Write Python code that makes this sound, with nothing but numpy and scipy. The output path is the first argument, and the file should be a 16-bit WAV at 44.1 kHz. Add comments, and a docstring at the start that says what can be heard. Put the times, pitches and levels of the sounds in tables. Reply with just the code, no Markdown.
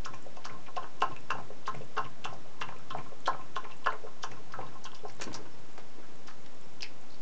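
"""Quick wet laps with droplets and a hollow glassy ring, then paws and fur rustling and a smack of the lips:
a small dog drinks from a tumbler on a side table in a soft living room and steps back onto an armchair.
The water is made of popping air bubbles, heard straight and through the resonances of the tumbler.
Rubs are gritty bands of noise; the table hums low around each push. The dog and the glass echo in the room.
Small dry clicks, steady hiss and a thin whine lie around it all."""
import sys
import numpy as np
from scipy import signal
from scipy.fft import rfft, irfft
from scipy.io import wavfile

SR = 44100
rng = np.random.default_rng(int(sys.argv[2]) if len(sys.argv) > 2 else 0)


def generate_wav(signal):
    """Clip the signal to [-1, 1] and save it as 16-bit WAV at the path in sys.argv[1]."""
    frames = np.transpose(np.atleast_2d(signal))
    scaled = np.clip(frames, -1, 1) * 32767
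    pcm = np.round(scaled).astype(np.int16)
    wavfile.write(sys.argv[1], SR, pcm)


N = 317961  # length in samples


def lapping():
    """Slaps, droplets and spray pop as bubbles, heard straight and through the air column of the tumbler."""
    # tongue on water and gulps: t/s, level before the pop envelope/dB, starting pitch/Hz
    slap_hits = [(0.058, -30.5, 1250), (0.134, -38.5, 910), (0.264, -41, 540), (0.369, -39, 800),
                 (0.451, -33.5, 1230), (0.466, -39.5, 1090), (0.505, -39, 1220), (0.54, -47, 910),
                 (0.681, -39, 1000), (0.765, -29.5, 654), (0.771, -29.5, 1030), (0.814, -39.5, 770),
                 (0.825, -37.5, 790), (0.84, -34, 1020), (1.019, -22, 921), (1.02, -22.5, 1230),
                 (1.03, -36, 906), (1.109, -37, 930), (1.303, -20.5, 1237), (1.315, -29, 1120),
                 (1.35, -34.5, 820), (1.382, -33.5, 930), (1.396, -40, 900), (1.502, -39.5, 520),
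                 (1.676, -23.5, 1090), (1.745, -40, 660), (1.807, -39.5, 502), (1.967, -27, 1130),
                 (1.976, -21, 1010), (1.992, -47, 1030), (2.056, -38.5, 970), (2.251, -25.5, 1110),
                 (2.295, -39.5, 920), (2.325, -36.5, 736), (2.338, -47, 750), (2.457, -45, 590),
                 (2.614, -22.5, 1080), (2.687, -33.5, 850), (2.722, -36.5, 1100), (2.758, -45, 473),
                 (2.905, -32, 1086), (2.947, -27, 770), (2.974, -48, 420), (2.986, -34.5, 1050),
                 (3.058, -43, 1040), (3.119, -39.5, 507), (3.2735, -21, 1240), (3.277, -16, 860),
                 (3.3, -46, 850), (3.344, -33, 1030), (3.39, -38, 950), (3.415, -47, 1100),
                 (3.563, -24, 1030), (3.633, -43, 490), (3.649, -37, 970), (3.696, -43, 1020),
                 (3.732, -52, 1060), (3.86, -21, 1110), (3.868, -18, 1070), (3.927, -35.5, 570),
                 (3.935, -32.5, 1080), (4.036, -43, 504), (4.047, -41, 500), (4.067, -40.5, 1100),
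                 (4.236, -27.5, 1130), (4.316, -43, 750), (4.335, -48.5, 1100), (4.367, -46, 1030),
                 (4.537, -29.5, 1250), (4.587, -30.5, 760), (4.604, -43, 453), (4.625, -38, 900),
                 (4.66, -45, 1050), (4.72, -44.5, 1050), (4.752, -41, 1020), (4.85, -39.5, 1020),
                 (4.864, -39.5, 1160), (4.93, -43, 1050), (5.034, -42.5, 420), (5.049, -34, 726)]
    # droplets flicked up by the tongue:
    # t/s, level before the pop envelope/dB, starting pitch/Hz, swarm relative level/dB
    droplets = [(0.051, -38, 3070, -1), (0.138, -38, 2400, -4.5), (0.369, -46.5, 2970, -1),
                (0.449, -44.5, 3150, 7.5), (0.497, -37, 2130, -12), (0.669, -48.5, 2560, 5),
                (0.765, -33.5, 2750, -11), (0.831, -48.5, 2720, 3), (1.008, -40, 2780, -23),
                (1.019, -23.5, 2800, -19), (1.121, -52, 2600, 5), (1.164, -34.5, 2480, -17),
                (1.305, -25, 2700, -20), (1.661, -41.5, 2970, -5), (1.6825, -41, 3200, 2),
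                (1.748, -40, 2210, -7), (1.815, -46, 2630, -9), (1.9697, -38.5, 2970, -4),
                (1.981, -31, 2740, -26), (2.05, -40, 2460, -5), (2.2471, -27.5, 2960, -2),
                (2.618, -33, 2980, 3), (2.6872, -37.5, 2300, -8), (2.7644, -45, 2440, -29),
                (2.91, -35.5, 3080, -0.5), (2.9711, -48, 2200, -4), (2.9853, -38, 2340, -12),
                (3.2625, -27.5, 3280, -5), (3.273, -29.5, 4080, -18), (3.333, -41.5, 2240, -18),
                (3.413, -44, 2490, -10), (3.5584, -47, 2780, -3), (3.562, -41.5, 2930, 6.5),
                (3.645, -46.5, 2160, 5), (3.702, -47, 2340, -11), (3.716, -43.5, 2660, 1),
                (3.8463, -36.5, 3040, -15), (3.864, -34, 2740, -18), (3.8695, -30.5, 2830, -8),
                (3.905, -42.5, 3970, -6), (3.923, -33, 2050, -11), (4.236, -35, 3200, -1),
                (4.317, -39, 2180, -4), (4.5205, -48, 2650, -9), (4.615, -48, 2290, 6),
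                (4.667, -45.5, 3640, -6), (4.846, -47, 4300, -5), (4.859, -37.5, 3200, 0),
                (4.918, -42.5, 3160, -20), (4.953, -47, 3280, 0), (4.971, -54, 4530, 2),
                (4.993, -48, 3350, -17), (5.098, -42, 2170, -11)]
    # fine spray thrown up by the tongue: t/s, level before the pop envelope/dB, starting pitch/Hz
    spray_drops = [(0.0531, -36.5, 5070), (0.144, -48, 6700), (0.368, -49.5, 6030), (0.4522, -34, 4700),
                   (0.7665, -40, 5030), (1.006, -47, 6060), (1.022, -36.5, 4630), (1.308, -37.5, 4900),
                   (1.671, -37, 4800), (1.969, -50, 5130), (1.98, -37.5, 4330), (2.2488, -38.5, 5940),
                   (2.335, -49.5, 4940), (2.607, -47, 6100), (2.618, -41.5, 4600), (2.903, -49, 5000),
                   (3.264, -44, 5750), (3.275, -38, 6030), (3.5584, -50, 4840), (3.564, -40.5, 5740),
                   (3.861, -41.5, 4840), (4.225, -47, 4340), (4.233, -33.5, 5320), (4.3171, -48, 6200),
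                   (4.523, -46, 4800), (4.8426, -38, 6300), (4.9486, -43.5, 4800), (5.0843, -49.5, 5390),
                   (5.099, -45.5, 5170)]
    # air column of the tumbler: f/Hz, width/Hz, relative level/dB
    glass_modes = [(431, 77, 1), (764, 160, 6), (905, 124, 0.5), (1051.7, 55, 9.5), (1297, 95, 3.5),
                   (1422, 167, 6.5), (1740, 110, -5), (2602, 80, 0.5), (3540, 38, -27.5), (4700, 140, -33),
                   (6100, 2100, -5)]
    # how freely the tumbler rings, as the muzzle stops its mouth more or less: t/s, level/dB
    opening = [(0, 4), (.9, 5), (1.5, 5.5), (2.2, 3.5), (2.8, 3.5), (3.3, 3), (3.6, 5), (4.2, 4.5),
               (5.1, 4.5)]

    # each row gains: decay/cycles, swarm time/s, swarm relative level/dB
    slap_rows = [(*row, 1.5, 0.012, -11) for row in slap_hits]
    # lone drops ring longer than splashy ones
    drop_rows = [(s, db, hz, 3.2 - 0.0993 * swarm_db, 0.0075, swarm_db) for s, db, hz, swarm_db in droplets]
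    spray_rows = [(*row, 4, 0.01, -4) for row in spray_drops]

    slaps = bubbles(slap_rows, glide=0.0091, spread=0.21, scatter_db=4.0,
                    rise_turns=0.23, lead=0.000994, count=15)
    drops = bubbles(drop_rows, glide=0.002, spread=0.15, scatter_db=4.0,
                    rise_turns=0.12, lead=0.0055, count=14)
    spray = bubbles(spray_rows, glide=0.0014, spread=0.22, scatter_db=2.5,
                    rise_turns=0.097, lead=0.0046, count=18)
    wet = slaps + drops + spray + trickle()

    opening_t, opening_db = np.transpose(opening)
    freedom = undb(np.interp(np.arange(N) / SR, opening_t, opening_db))
    return wet + body(wet * freedom, glass_modes)


def trickle(count=90):
    """Small bubbles at random moments as water runs back between strokes."""
    drink_until_s, level_db, middle_hz, pitch_spread = 4.7, -54.5, 1120, 0.496
    when, tone = rng.random(count), rng.standard_normal(count)
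    starts = drink_until_s * when + 0.01
    pitches = middle_hz * np.exp(pitch_spread * tone)
    rows = [(s, level_db, hz, 3.0, 0.015, -5) for s, hz in zip(starts, pitches)]
    return bubbles(rows, glide=0.011, spread=0.12, scatter_db=3.0, rise_turns=0.32, lead=0.001, count=3)


def smacks():
    """Dry snaps of the lips, each with a trail of mostly smaller ones at nearly the same pitch."""
    # lip smacks on the armchair: t/s, level before the pop envelope/dB, starting pitch/Hz
    lip_snaps = [(6.8078, -32.5, 3080), (6.81, -36, 5700), (6.8226, -22, 4930), (6.8299, -22.5, 4730),
                 (6.8293, -25.5, 2570)]
    rows = [(*row, 4, 0.012, -14) for row in lip_snaps]  # decay/cycles, swarm time/s, swarm level/dB
    return bubbles(rows, glide=0.0013, spread=0.081, scatter_db=0.0, rise_turns=0.24, lead=0.0001, count=12)


def bubbles(rows, glide, spread, scatter_db, rise_turns, lead, count, size=1500):
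    """Each air pocket pops with a rising pitch among a swarm of other pockets that thins out and weakens."""
    out, t = np.zeros(N + SR), np.arange(size) / SR
    for s, db, hz, cycles, swarm_s, swarm_db in rows:
        # evenly stratified draws make delays that thin out in time
        late = -np.log(1 - (np.arange(count) + rng.random(count)) / count)
        tone, big = rng.standard_normal((2, count))
        after = swarm_s * late - lead  # the first may come just before the main pop
        starts = s + np.r_[0, after]
        pitch = np.minimum(hz * np.exp(spread * np.r_[0, tone]), 9000)

        early_cut_db = 7 * (after < 0)
        follower_db = swarm_db + scatter_db * big - 4 * late - early_cut_db
        polarity = np.r_[1, np.sign(tone * big)]
        gain = undb(db + np.r_[0, follower_db]) * polarity

        turns = pitch[:, None] * t  # cycles at the starting pitch
        rise = 1 - np.exp(-(turns / rise_turns) ** 2)
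        decay = np.exp(-turns / cycles)
        pops = np.sin(2 * np.pi * turns * (1 + glide * turns)) * decay * rise
        for i, g, pop in zip((starts * SR).astype(int), gain, pops):
            out[i:i + size] += g * pop
    return out[:N]


def rustles(grain_db=5.5, catch_db=5.0, size=12000, count=80):
    """Gritty rubbing in one band that catches every few milliseconds: swells, then dies away."""
    # fur, paws and lips away from the glass:
    # t/s, rms level before the envelope/dB, centre f/Hz, width of each filter pass/Hz, fall time/s
    rubs = [(5.194, -39.5, 2000, 4000, 0.0069), (5.211, -26, 1600, 1600, 0.0075),
            (5.213, -35, 550, 500, 0.0087), (5.21, -33, 6000, 6000, 0.0083),
            (5.225, -44, 5500, 5050, 0.022), (5.235, -43, 770, 1500, 0.0099),
            (5.198, -33.5, 604, 700, 0.0041), (5.262, -39.5, 251, 300, 0.025),
            (5.274, -37, 900, 1200, 0.0048), (5.25, -53, 900, 1510, 0.06), (5.3, -46, 230, 200, 0.034),
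            (5.359, -49, 1290, 1500, 0.012), (5.315, -40, 700, 900, 0.012),
            (5.326, -40.5, 3500, 5000, .014), (5.341, -30, 5400, 2000, 0.0097),
            (5.345, -39, 950, 900, 0.015), (5.356, -45, 5960, 3500, 0.004), (5.387, -43, 300, 398, .025),
            (5.453, -43, 690, 1170, 0.009), (5.775, -43.5, 890, 2490, 0.013), (5.781, -46, 454, 500, 0.013),
            (5.978, -44, 400, 503, 0.018), (6.021, -53, 1390, 500, 0.014), (6.265, -50, 4100, 4000, 0.026),
            (6.276, -43.5, 1210, 1010, 0.017), (6.459, -45, 2480, 3500, 0.0054),
            (6.823, -36.5, 1190, 2000, .004), (6.83, -35, 1290, 2500, 0.0034),
            (6.838, -39, 2300, 695, 0.013), (7.089, -58, 4340, 1200, 0.06)]
    rise_share = 0.18  # rise time as a share of the fall time
    out, t = np.zeros(N + size), np.arange(size) / SR
    for s, db, hz, width_hz, fall_s in rubs:
        noise, grain = rng.standard_normal((2, size))
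        catch = np.repeat(rng.standard_normal(count), size // count)
        grit = noise * undb(grain_db * grain + catch_db * catch)
        grit = ring(ring(grit, hz, width_hz), hz, width_hz)
        swell = 1 - np.exp(-(t / (rise_share * fall_s)) ** 2)
        start = int(s * SR)
        out[start:start + size] += level(grit, db) * swell * np.exp(-t / fall_s)
    return out[:N]


def table_top():
    """Noise through low wooden resonances: a hum that swells up to each push and fades after it."""
    # pushes from the drinking and the paws: t of the crest/s, level/dB
    pushes = [(0.13, -52), (0.23, -65), (0.55, -51), (0.84, -59), (1.11, -47.5), (1.39, -44), (1.56, -65),
              (1.77, -45.5), (2.04, -49.5), (2.31, -48), (2.42, -64), (2.68, -50), (2.8, -59),
              (2.99, -43.5), (3.35, -50), (3.5, -57.5), (3.68, -60.5), (4.33, -49.5), (4.6, -46),
              (4.7, -55.5), (5.12, -62), (5.21, -60), (5.29, -50.5), (5.4, -53), (5.6, -57)]
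    # resonances of the table top: f/Hz, width/Hz, relative level/dB
    wood_modes = [(121, 30.5, 0), (167, 29.5, -2), (265, 137, -9)]
    rise_db_s, fall_db_s = 173, 130.5  # slopes in dB per second
    t = np.arange(N) / SR
    swell = np.zeros(N)
    for s, db in pushes:
        below_crest_db = np.maximum(rise_db_s * (s - t), fall_db_s * (t - s))
        swell += undb(db - below_crest_db)
    return swell * level(body(rng.standard_normal(N), wood_modes), 0)


def clicks(hz=7400.0, width_hz=1300.0, count=70):
    """Short dry snaps: impulses through a high narrow resonance, with more at random moments."""
    # tiny dry clicks close to the microphone: t/s, peak level/dB
    near_clicks = [(0.2678, -49), (0.4514, -49), (1.02, -35), (1.1657, -48), (1.2067, -48), (1.3064, -40),
                   (1.7505, -43), (1.8457, -48), (1.955, -48), (1.9994, -50), (2.246, -40), (2.6125, -43),
                   (2.7856, -47), (2.9746, -46), (3.273, -37), (3.8606, -41), (3.93, -44), (5.1223, -46),
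                   (5.1667, -47), (5.6655, -52), (5.784, -48), (6.1574, -48), (6.6127, -45), (7.012, -47)]
    s, db = np.transpose(near_clicks)
    out = np.zeros(N)
    out[(s * SR).astype(int)] = undb(db)
    # a sprinkle of mostly fainter clicks
    faint_db, scatter_db = -56, 5.5
    out[rng.integers(N, size=count)] += undb(faint_db + scatter_db * rng.standard_normal(count))
    snap = ring(ring(signal.unit_impulse(shape=64), hz, width_hz), hz, width_hz)
    return np.convolve(out, snap / np.abs(snap).max())[:N]


def room(x):
    """Uneven echoes from nearby furniture that start after a few milliseconds and lose their treble first."""
    t60_s, dull_hz, lumpy_db, room_db = 0.22, 2550, 7.5, -10
    t = np.arange(SR // 2) / SR
    fall = np.log(1000) * t / t60_s
    noise = rng.standard_normal(len(t)) * undb(lumpy_db * rng.standard_normal(len(t)))
    dull = signal.lfilter(*signal.butter(1, dull_hz, fs=SR), noise)
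    bright = noise - dull
    tail = dull * np.exp(-fall) + 0.5 * bright * np.exp(-2.2 * fall)
    tail *= t > 0.005  # s before the first echo
    tail /= np.sqrt(np.sum(tail ** 2))
    return signal.fftconvolve(x, undb(room_db) * tail)[:N]


def hiss():
    """Steady shaped noise of room and preamplifier, with a thin whine of very narrow noise."""
    # noise spectrum: f/Hz, relative level per hertz/dB
    hiss_curve = [(60, -10.5), (150, -5), (250, -5), (360, -7), (500, -7.5), (750, -10.5), (1000, -12),
                  (1500, -16.5), (2100, -18.5), (3400, -21.5), (5500, -24.5), (7500, -24), (10000, -39.5)]
    hiss_db, whine_db = -54, -75.5  # rms levels
    whine_hz, whine_width_hz = 5380, 18
    hz = np.maximum(np.arange(N // 2 + 1) * SR / N, 1)
    f, db = np.transpose(hiss_curve)
    colour = undb(np.interp(np.log(hz), np.log(f), db))
    noise = irfft(rfft(rng.standard_normal(N)) * colour, N)
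    whine = ring(rng.standard_normal(N), whine_hz, whine_width_hz)
    return level(noise, hiss_db) + level(whine, whine_db)


def undb(db):
    """Decibels to gain."""
    return 10 ** (np.asarray(db) / 20)


def level(x, db):
    """Scale to an rms level."""
    return x * undb(db) / np.sqrt(np.mean(x ** 2))


def ring(x, hz, width_hz):
    """One resonance, gain 1 at its centre."""
    return signal.lfilter(*signal.iirpeak(hz, hz / width_hz, fs=SR), x)


def body(x, modes):
    """Sum of resonances with alternating sign."""
    return sum((-1) ** k * undb(db) * ring(x, hz, width_hz) for k, (hz, width_hz, db) in enumerate(modes))


def scene():
    """Dog and glass with their echoes, over the table hum, clicks and hiss."""
    dog = lapping() + rustles() + smacks()
    return (dog + room(dog) + table_top() + clicks() + hiss())[None]


def record(dry):
    """The microphone loses bass and treble; the camera cuts the top and sits on a constant offset."""
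    mic_low_hz, mic_high_hz, top_hz, offset = 71, 7320, 8834, -0.0491
    mic = signal.sosfilt(signal.butter(2, mic_low_hz, "high", fs=SR, output="sos"), dry)
    mic = signal.sosfilt(signal.butter(8, mic_high_hz, fs=SR, output="sos"), mic)
    return signal.sosfilt(signal.ellip(8, 0.2, 70, top_hz, fs=SR, output="sos"), mic) + offset


dry = scene()
out = record(dry)
generate_wav(out)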